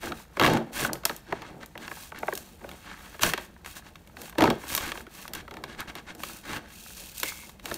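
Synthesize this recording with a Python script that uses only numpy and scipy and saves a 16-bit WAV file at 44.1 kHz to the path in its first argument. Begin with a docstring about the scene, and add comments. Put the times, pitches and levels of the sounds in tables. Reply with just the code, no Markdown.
"""A short scrape and soft snaps open it, over a quiet room; then a hard burst of snaps knocks a hollow box.
Hands pry open the glued flap of a thin cardboard box close to a phone.
Snaps are noise rips, a damped pop and jolts that ring box modes; tearing and rubbing are coloured grains
shaped by strokes, and pushes make the panels creak. A flap pocket bands the hiss, the room adds hush and tail."""
import sys
import numpy as np
from scipy import signal
from scipy.fft import rfft, irfft, next_fast_len
from scipy.io import wavfile

SR = 44100
rng = np.random.default_rng(int(sys.argv[2]) if len(sys.argv) > 2 else 0)


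def generate_wav(signal):
    """Clip the signal to [-1, 1] and save it as 16-bit WAV at the path in sys.argv[1]."""
    frames = np.transpose(np.atleast_2d(signal))
    scaled = np.clip(frames, -1, 1) * 32767
    pcm = np.round(scaled).astype(np.int16)
    wavfile.write(sys.argv[1], SR, pcm)


N = 342657

# Hush of the room: (frequency [Hz], relative level per Hz [dB])
ROOM_COLOUR = [(22, -12), (45, 7.5), (70, 8), (110, -4), (200, 3.5), (320, -18.5), (1600, -18),
               (16000, -44)]
# Response of the microphone: (frequency [Hz], gain [dB])
MIC_RESPONSE = [(4400, -1), (5000, -5), (5700, -2.5), (9000, -5), (10400, -7.5), (11500, -2), (15600, 0),
                (15900, -33)]
# Cavity modes of the hollow box: (frequency [Hz], level [dB], t60 [s])
CAVITY_MODES = [(64.7, -4.5, 0.083), (134, -11, 0.14), (177.7, -14.5, 0.16), (227.1, -10.5, 0.16),
                (348, 0.5, 0.036)]
# Both ends of the crowded, quickly damped panel modes: (frequency [Hz], level [dB], t60 [s])
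PANEL_RANGE = [(358, -7, 0.05), (2314, -1, 0.0027)]
# Grip pushing the panels in: (start [s], hold [s], level [dB])
PUSHES = [(0.013, 0.1, -37), (0.388, 0.15, -18), (0.658, 0.029, -42), (0.788, 0.14, -34.5),
          (1.09, 0.022, -42.5), (1.274, 0.33, -43), (1.741, 0.049, -41.5), (1.88, 0.023, -49),
          (2.18, 0.19, -45.5), (2.6, 0.11, -42.5), (3.233, 0.024, -31), (3.368, 0.013, -39.5),
          (4.168, 0.05, -42), (4.374, 0.09, -17), (4.703, 0.29, -44), (5.274, 0.14, -45.5),
          (5.5, 0.48, -45.5), (6.084, 0.25, -46.5), (6.454, 0.15, -40.5), (6.964, 0.019, -50.5),
          (7.222, 0.015, -39.5), (7.631, 0.08, -41), (7.737, 0.04, -39)]
# Tearing fibres: (frequency [Hz], relative level per Hz [dB])
TEAR_COLOUR = [(1470, -64), (2500, 7), (2830, 0.5), (10200, 4), (12900, -2.5), (16000, -2)]
# Fingers rubbing card: (frequency [Hz], relative level per Hz [dB])
RUB_COLOUR = [(240, -2), (400, -5.5), (665, -8.5), (757, -4), (1610, -0.5), (9000, -17.5), (11700, -27),
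              (19800, -120)]
# Fingers and torn paper sliding over the card, before the overhang:
# (start [s], length [s], crest [share of length, 0-1], scrape [dB], fibre fizz [dB])
STROKES = [(0, 0.11, 0.45, -37, -42.5), (0.115, 0.13, .45, -52, -50.5), (0.327, 0.13, .55, -46, -57),
           (0.414, 0.17, .4, -30.5, -49), (0.716, 0.16, 0.62, -31, -30.5), (1.055, 0.14, .4, -59, -50),
           (1.236, 0.32, 0.36, -47.5, -82), (1.595, 0.054, 0.46, -46, -74),
           (1.786, 0.092, 0.53, -41.5, -54), (1.854, 0.25, 0.59, -51, -43),
           (2.142, 0.061, 0.44, -42.5, -70), (2.172, 0.41, 0.28, -58, -50.5), (2.576, 0.34, 0.4, -56, -57),
           (2.8, 0.18, 0.5, -44, -60), (2.918, 0.32, 0.44, -50, -52.5), (3.205, 0.12, 0.18, -26.5, -27),
           (3.368, 0.1, 0.6, -52, -49.5), (3.643, 0.11, 0.24, -49, -45), (3.749, 0.04, 0.4, -43.5, -39.5),
           (3.826, 0.069, 0.74, -48.5, -61), (4.154, 0.15, 0.7, -49, -46.5), (4.36, 0.26, .4, -51, -58),
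           (4.57, 0.16, 0.5, -48, -46.5), (4.658, 0.12, 0.47, -38, -32), (4.764, 0.16, 0.49, -33.5, -39),
           (4.918, 0.11, 0.44, -51, -46), (5.091, 0.19, 0.52, -47.5, -46), (5.325, 0.089, 0.5, -38, -63),
           (5.663, 0.1, 0.45, -43.5, -69), (5.772, 0.046, .55, -34.5, -55), (5.869, 0.036, 0.6, -38, -57),
           (5.954, 0.048, .4, -41.5, -59.5), (6.062, 0.06, 0.48, -40, -70),
           (6.17, 0.25, 0.36, -48.5, -41.5), (6.423, 0.15, 1, -33.5, -43.5),
           (6.567, 0.27, 0.34, -53.5, -76), (6.666, 0.44, 0.38, -62, -45.5), (6.948, 0.24, 0.1, -54, -42.5),
           (7.137, 0.12, 0.43, -52, -38), (7.23, 0.082, 0.66, -46, -32), (7.264, 0.27, 0.1, -53.5, -43),
           (7.619, 0.15, 0.67, -45.5, -42.5)]
# Buzz of the ripping corner: (start [s], end [s])
TORN_EDGE_SPAN = (7.235, 7.46)
# Glue and creases letting go; low centre = dull knock, high = thin tick:
# (time [s], strength [dB], colour centre [octaves from 2 kHz])
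SNAPS = [(0.0317, -23, -0.37), (0.12, -19, -0.9), (0.3698, -18, -0.91), (0.3969, -6.5, -0.26),
         (0.4129, -8.5, -0.77), (0.4247, -8, -0.5), (0.4352, -8.5, -0.6), (0.4445, -9.0, -0.78),
         (0.451, -11.5, 0.3), (0.4627, -9, -0.19), (0.4756, -12, -0.8), (0.4987, -25, -0.82),
         (0.5347, -20, 0.69), (0.5712, -19, -0.2), (0.848, -12, -0.57), (0.932, -20, 1.56),
         (0.9541, -28.5, -0.64), (1.035, -30.0, -0.68), (1.053, -3.5, 0.79), (1.0955, -16.5, -0.73),
         (1.1638, -35.5, 2), (1.3243, -16.5, -1.35), (1.4196, -29.5, -0.0), (1.6312, -29.5, -0.47),
         (1.6598, -42.5, 2), (1.7537, -32.5, -1.4), (1.777, -28.5, 0.27), (1.8789, -22.5, -0.47),
         (1.914, -29, -1.6), (2.1195, -30, -0.87), (2.146, -32, -0.93), (2.1877, -31, 0.89),
         (2.2299, -25.5, -1.4), (2.2809, -21, -1.58), (2.3253, -23.5, -1.7), (2.3356, -30, 1.56),
         (2.353, -30.5, 2.0), (2.3753, -21.5, 1.06), (2.6417, -33.5, -1.5), (2.691, -29.0, 0.19),
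         (2.714, -29.5, 0.35), (3.1456, -30.5, -0.93), (3.1939, -24, -0.4), (3.233, -1.5, 0.43),
         (3.3354, -10, -0.061), (3.3772, -17.5, -0.3), (3.647, -32.5, 0.17), (3.6606, -26, 0.39),
         (3.9564, -35, 0.033), (4.0738, -37, 0.65), (4.1688, -31.5, 0.073), (4.2169, -24, 0.91),
         (4.2963, -28.5, 0.75), (4.326, -31.5, -0.88), (4.353, -30.5, -0.9), (4.3834, -10, -0.28),
         (4.4069, -8, -0.7), (4.421, -9.5, -0.23), (4.4387, -7.5, -0.51), (4.455, -18, -0.8),
         (4.4748, -14.0, -1.2), (4.5018, -8, -0.54), (4.6352, -32.5, -1.24), (4.741, -20, 0.65),
         (4.75, -9.5, 1.12), (4.764, -23, 1.6), (4.7772, -10.5, 0.57), (4.9186, -20, -0.0),
         (4.9743, -24.5, -0.36), (5.0669, -34.5, -0.45), (5.2792, -25.5, 0.57), (5.3349, -20.0, 1.05),
         (5.3503, -22, 0.8), (5.4792, -30, -0.7), (5.5101, -28, -0.39), (5.5396, -31, -0.12),
         (5.5685, -27, -0.5), (5.6384, -22.5, 0.053), (5.8048, -21.5, 0.58), (5.9532, -23.5, 0.37),
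         (6.15, -32.5, 0.89), (6.235, -19, 0.36), (7.1806, -28, 1.5), (7.2, -23, 1.27),
         (7.2319, -8.5, 0.64), (7.4944, -33, 0.61), (7.597, -36, 0.25), (7.6565, -17.5, 0.46),
         (7.7135, -18, -0.65), (7.7417, -28.5, 2.0)]
# Knock into the box, mid rip, treble rip: (place [octaves from 2 kHz], strength [dB])
SNAP_PARTS = [(-1.474, 8.5), (0.064, -2.3), (2.03, 8)]

ROOM_DB = -53
TOP_HZ = 16800
POCKET_S, POCKET_BACK = .00185, .25  # round trip under the flap, share reflected
# rise of a push, fade as the panel springs back, resting hold
PUSH_ATTACK_S, SPRING_BACK_T60_S, GRIP_DB = 0.014, 0.23, -56.5
PUSH_SAG_DB_PER_S = -13  # a held push slackens
CRACKLE_PER_S, CRACKLE_DB, CRACKLE_SPREAD_DB = 45, -11, 7
CRACKLE_CAP_DB = -44.5  # harder pressure makes the small creases no louder
TORN_EDGE_HZ, TORN_EDGE_WIDTH_HZ = 2210, 260  # width of each of two resonant passes
TORN_EDGE_DB = -6  # against the fizz
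SNAP_FALL_DB_PER_OCT = 10  # a part weakens with its distance from the snap's centre
BASS_LAG_CYCLES = 2.513  # bending waves are slower in the bass, so low modes answer late


def undb(db):
    """Decibels to amplitude."""
    return 10 ** (np.asarray(db) / 20)


def unit(x):
    """Scale to an RMS of one."""
    return x / np.sqrt(np.mean(x ** 2))


def fade(seconds, t60):
    """Exponential decay that drops 60 dB in t60 seconds."""
    return np.exp(-np.log(1000) * seconds / t60)


def colour(x, points):
    """Shape the spectrum by (frequency [Hz], level [dB]) points on a log axis."""
    hz, db = np.transpose(points)
    size = next_fast_len(len(x))
    f = np.maximum(np.arange(size // 2 + 1) * SR / size, 1)
    gain = undb(np.interp(np.log(f), np.log(hz), db))
    return irfft(rfft(x, size) * gain, size)[:len(x)]


def band(x, lo_hz, hi_hz):
    """Keep the band between two frequencies."""
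    sos = signal.butter(2, [lo_hz, hi_hz], "bandpass", fs=SR, output="sos")
    return signal.sosfilt(sos, x)


def sparse_breaks(per_s, spread_db):
    """Randomly timed breaks of uneven size."""
    size = undb(spread_db * np.minimum(rng.exponential(size=N), 3))
    return (rng.random(N) < per_s / SR) * size


def grains(per_s, spread_db, t60):
    """Dense tiny breaks, each a short puff of noise, over a finer continuous bed."""
    puff = signal.lfilter([1], [1, -fade(1 / SR, t60)], sparse_breaks(per_s, spread_db))
    return unit((1 + puff) * rng.standard_normal(N))


def room():
    """Steady hush with a low rumble, from coloured noise."""
    return unit(colour(rng.standard_normal(N), ROOM_COLOUR)) * undb(ROOM_DB)


def room_echo(near):
    """Walls and desk return a faint, duller tail of decaying noise."""
    t = np.arange(12000) / SR
    tail = band(rng.standard_normal(len(t)), 113, 5000) * fade(t, 0.44) * (t > .004)
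    echo = signal.oaconvolve(near, tail / np.sqrt(np.sum(tail ** 2)))[:N]
    return undb(-21.5) * echo


def pocket(x):
    """Sound bounces between flap and box wall, which bands the hiss."""
    back = np.zeros(int(POCKET_S * SR) + 1)
    back[0], back[-1] = 1, -POCKET_BACK
    return signal.lfilter([np.sqrt(1 - POCKET_BACK ** 2)], back, x)


def box_modes(count=26):
    """The cavity modes, then unevenly spaced panel modes."""
    lo, hi = np.array(PANEL_RANGE)
    step = (np.arange(count) + rng.random(count))[:, None] / count
    return np.vstack([CAVITY_MODES, lo + (hi - lo) * step ** 1.349])


def ring(force, modes):
    """The box answers one row of force per mode with damped resonances; it radiates little deep bass."""
    out = 0
    for k, (row, (hz, db, t60)) in enumerate(zip(force, modes)):
        turn = 2 * np.pi * hz / SR
        pole = fade(1 / SR, t60)
        mode = signal.lfilter([np.sin(turn)], [1, -2 * pole * np.cos(turn), pole ** 2], row)
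        out = out + (-1) ** k * undb(db) * mode
    return band(out, 123, 4000)


def pushes():
    """Each push rises, slackens while held and dies as the panel springs back; the resting grip never stops."""
    t = np.arange(N) / SR
    power = undb(GRIP_DB) ** 2
    for s, hold, db in PUSHES:
        rise = np.clip((t - s) / PUSH_ATTACK_S, 0, 1)
        sag = undb(PUSH_SAG_DB_PER_S * np.clip(t - s, 0, hold))
        release = fade(np.maximum(t - s - PUSH_ATTACK_S - hold, 0), SPRING_BACK_T60_S)
        power = power + (undb(db) * rise * sag * release) ** 2
    return np.sqrt(power)


def strokes(edge=0.93, overhang=1.032, settle_t60=0.034):
    """Pressure of each stroke follows a blunt, leaning arch; overlapping strokes add in power."""
    power = np.zeros((2, N))  # scrape, fizz
    for s, length, crest, *db in STROKES:
        i, n = int(s * SR), int(length * overhang * SR)
        turn = np.interp(np.arange(n) / n, [0, np.clip(crest, .05, .95), 1], [0, np.pi / 2, np.pi])
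        arch = np.abs(np.sin(turn[:N - i])) ** (2 * edge)
        power[:, i:i + n] += undb(db)[:, None] ** 2 * arch
    settle = fade(1 / SR, settle_t60)  # the card keeps rustling a moment after the finger lifts
    return np.sqrt(signal.lfilter([1 - settle], [1, -settle], power))


def crackle(pressure, modes):
    """Sparse small creases give way under the fingers; each tick favours other panel modes."""
    size = sparse_breaks(CRACKLE_PER_S, CRACKLE_SPREAD_DB) * undb(CRACKLE_DB)
    size = size * np.minimum(pressure, undb(CRACKLE_CAP_DB))
    return size * rng.standard_normal((len(modes), N)) * (modes[:, :1] > 700)


def torn_edge(fizz):
    """While the corner rips, the loose strip buzzes at one pitch: grains through a narrow resonance."""
    t = np.arange(N) / SR
    start, end = TORN_EDGE_SPAN
    strip = signal.iirpeak(TORN_EDGE_HZ, TORN_EDGE_HZ / TORN_EDGE_WIDTH_HZ, SR)
    buzz = signal.lfilter(*strip, signal.lfilter(*strip, grains(52, 3.4, 0.02)))
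    return unit(buzz) * fizz * undb(TORN_EDGE_DB) * (t > start) * (t < end)


def hands(modes):
    """Tearing is bright fizz, rubbing a coarser scrape; rubbing and flexing also push on the box."""
    flex = pushes()
    scrape, fizz = strokes()
    tear = unit(colour(grains(220, 1.0, 0.0073), TEAR_COLOUR)) * (fizz + undb(-63))
    # bending card creaks faintly along with the flexing
    rub = unit(colour(grains(150, 2.2, 0.011), RUB_COLOUR)) * np.hypot(scrape, flex * undb(-18.5))
    bend = band(grains(160, 0.68, 0.044), 60, 927) * flex * undb(-22.5)
    ticks = crackle(np.hypot(scrape, flex * undb(-4)), modes)
    return tear + rub + torn_edge(fizz), bend + undb(-38.5) * rub + ticks


def at_snaps(at, size, shape):
    """Place one shape at every snap, scaled to its size."""
    strikes = np.zeros(N)
    strikes[at] = size
    return signal.oaconvolve(strikes, shape)[:N]


def snap_rip(t, t60, tail_db=-24):
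    """Fast ripping onset and decay, with a quiet paper after-rustle."""
    return (1 - np.exp(-t / 0.00013)) * (fade(t, t60) + undb(tail_db) * fade(t, 0.21))


def snap_knock(at, box_db, modes, knock_t60=0.0078, knock_db=-15, place_db=6.0):
    """Splintering jolts the modes, each snap favouring others; low modes answer late."""
    place = undb(place_db * rng.standard_normal((len(at), len(modes))))
    # a sudden break hardly moves the big slow modes
    stiff = np.minimum(modes[:, 0] / 600, 1) ** 0.7
    force = np.zeros((len(modes), N))
    decay = fade(np.arange(600) / SR, knock_t60)
    for i, size in zip(at, place * stiff * undb(box_db + knock_db)[:, None]):
        jolt = rng.standard_normal((len(modes), 600)) * decay  # differs from mode to mode
        force[:, i:i + 600] += size[:, None] * jolt / np.sqrt(np.mean(np.sum(jolt ** 2, axis=1)))
    return np.array([np.roll(row, int(BASS_LAG_CYCLES * SR / hz)) for row, hz in zip(force, modes[:, 0])])


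def snaps(modes, pop_hz=1150, pop_db=-9.0):
    """Each snap is a short rip in two bands, one panel pop and a knock that sets the modes ringing."""
    t = np.arange(4000) / SR
    s, db, centre = np.transpose(SNAPS)
    at = (s * SR).astype(int)
    box_db, mid_db, top_db = (db + part_db - SNAP_FALL_DB_PER_OCT * np.abs(centre - octave)
                              for octave, part_db in SNAP_PARTS)
    mid = unit(band(rng.standard_normal(N), 710, 3560)) * at_snaps(at, undb(mid_db), snap_rip(t, 0.017))
    top = unit(band(rng.standard_normal(N), 4250, 13800)) * at_snaps(at, undb(top_db), snap_rip(t, 0.011))
    pop_shape = np.sin(2 * np.pi * pop_hz * t) * fade(t, 0.0083)
    pop = at_snaps(at, undb(box_db + pop_db), pop_shape)
    return mid + top + pop, snap_knock(at, box_db, modes)


def scene():
    """Snaps and hands sound through the pocket and ring the box, over the room and its tail."""
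    modes = box_modes()
    rip, knock = snaps(modes)
    scrape, flex = hands(modes)
    near = pocket(rip + scrape) + ring(knock + flex, modes)
    return (near + room_echo(near) + room())[None]


def record(dry):
    """The microphone has dips in the treble and the top is cut."""
    top_cut = signal.ellip(10, .2, 70, TOP_HZ, fs=SR, output="sos")
    return signal.sosfilt(top_cut, colour(dry[0], MIC_RESPONSE))[None]


dry = scene()
out = record(dry)
generate_wav(out)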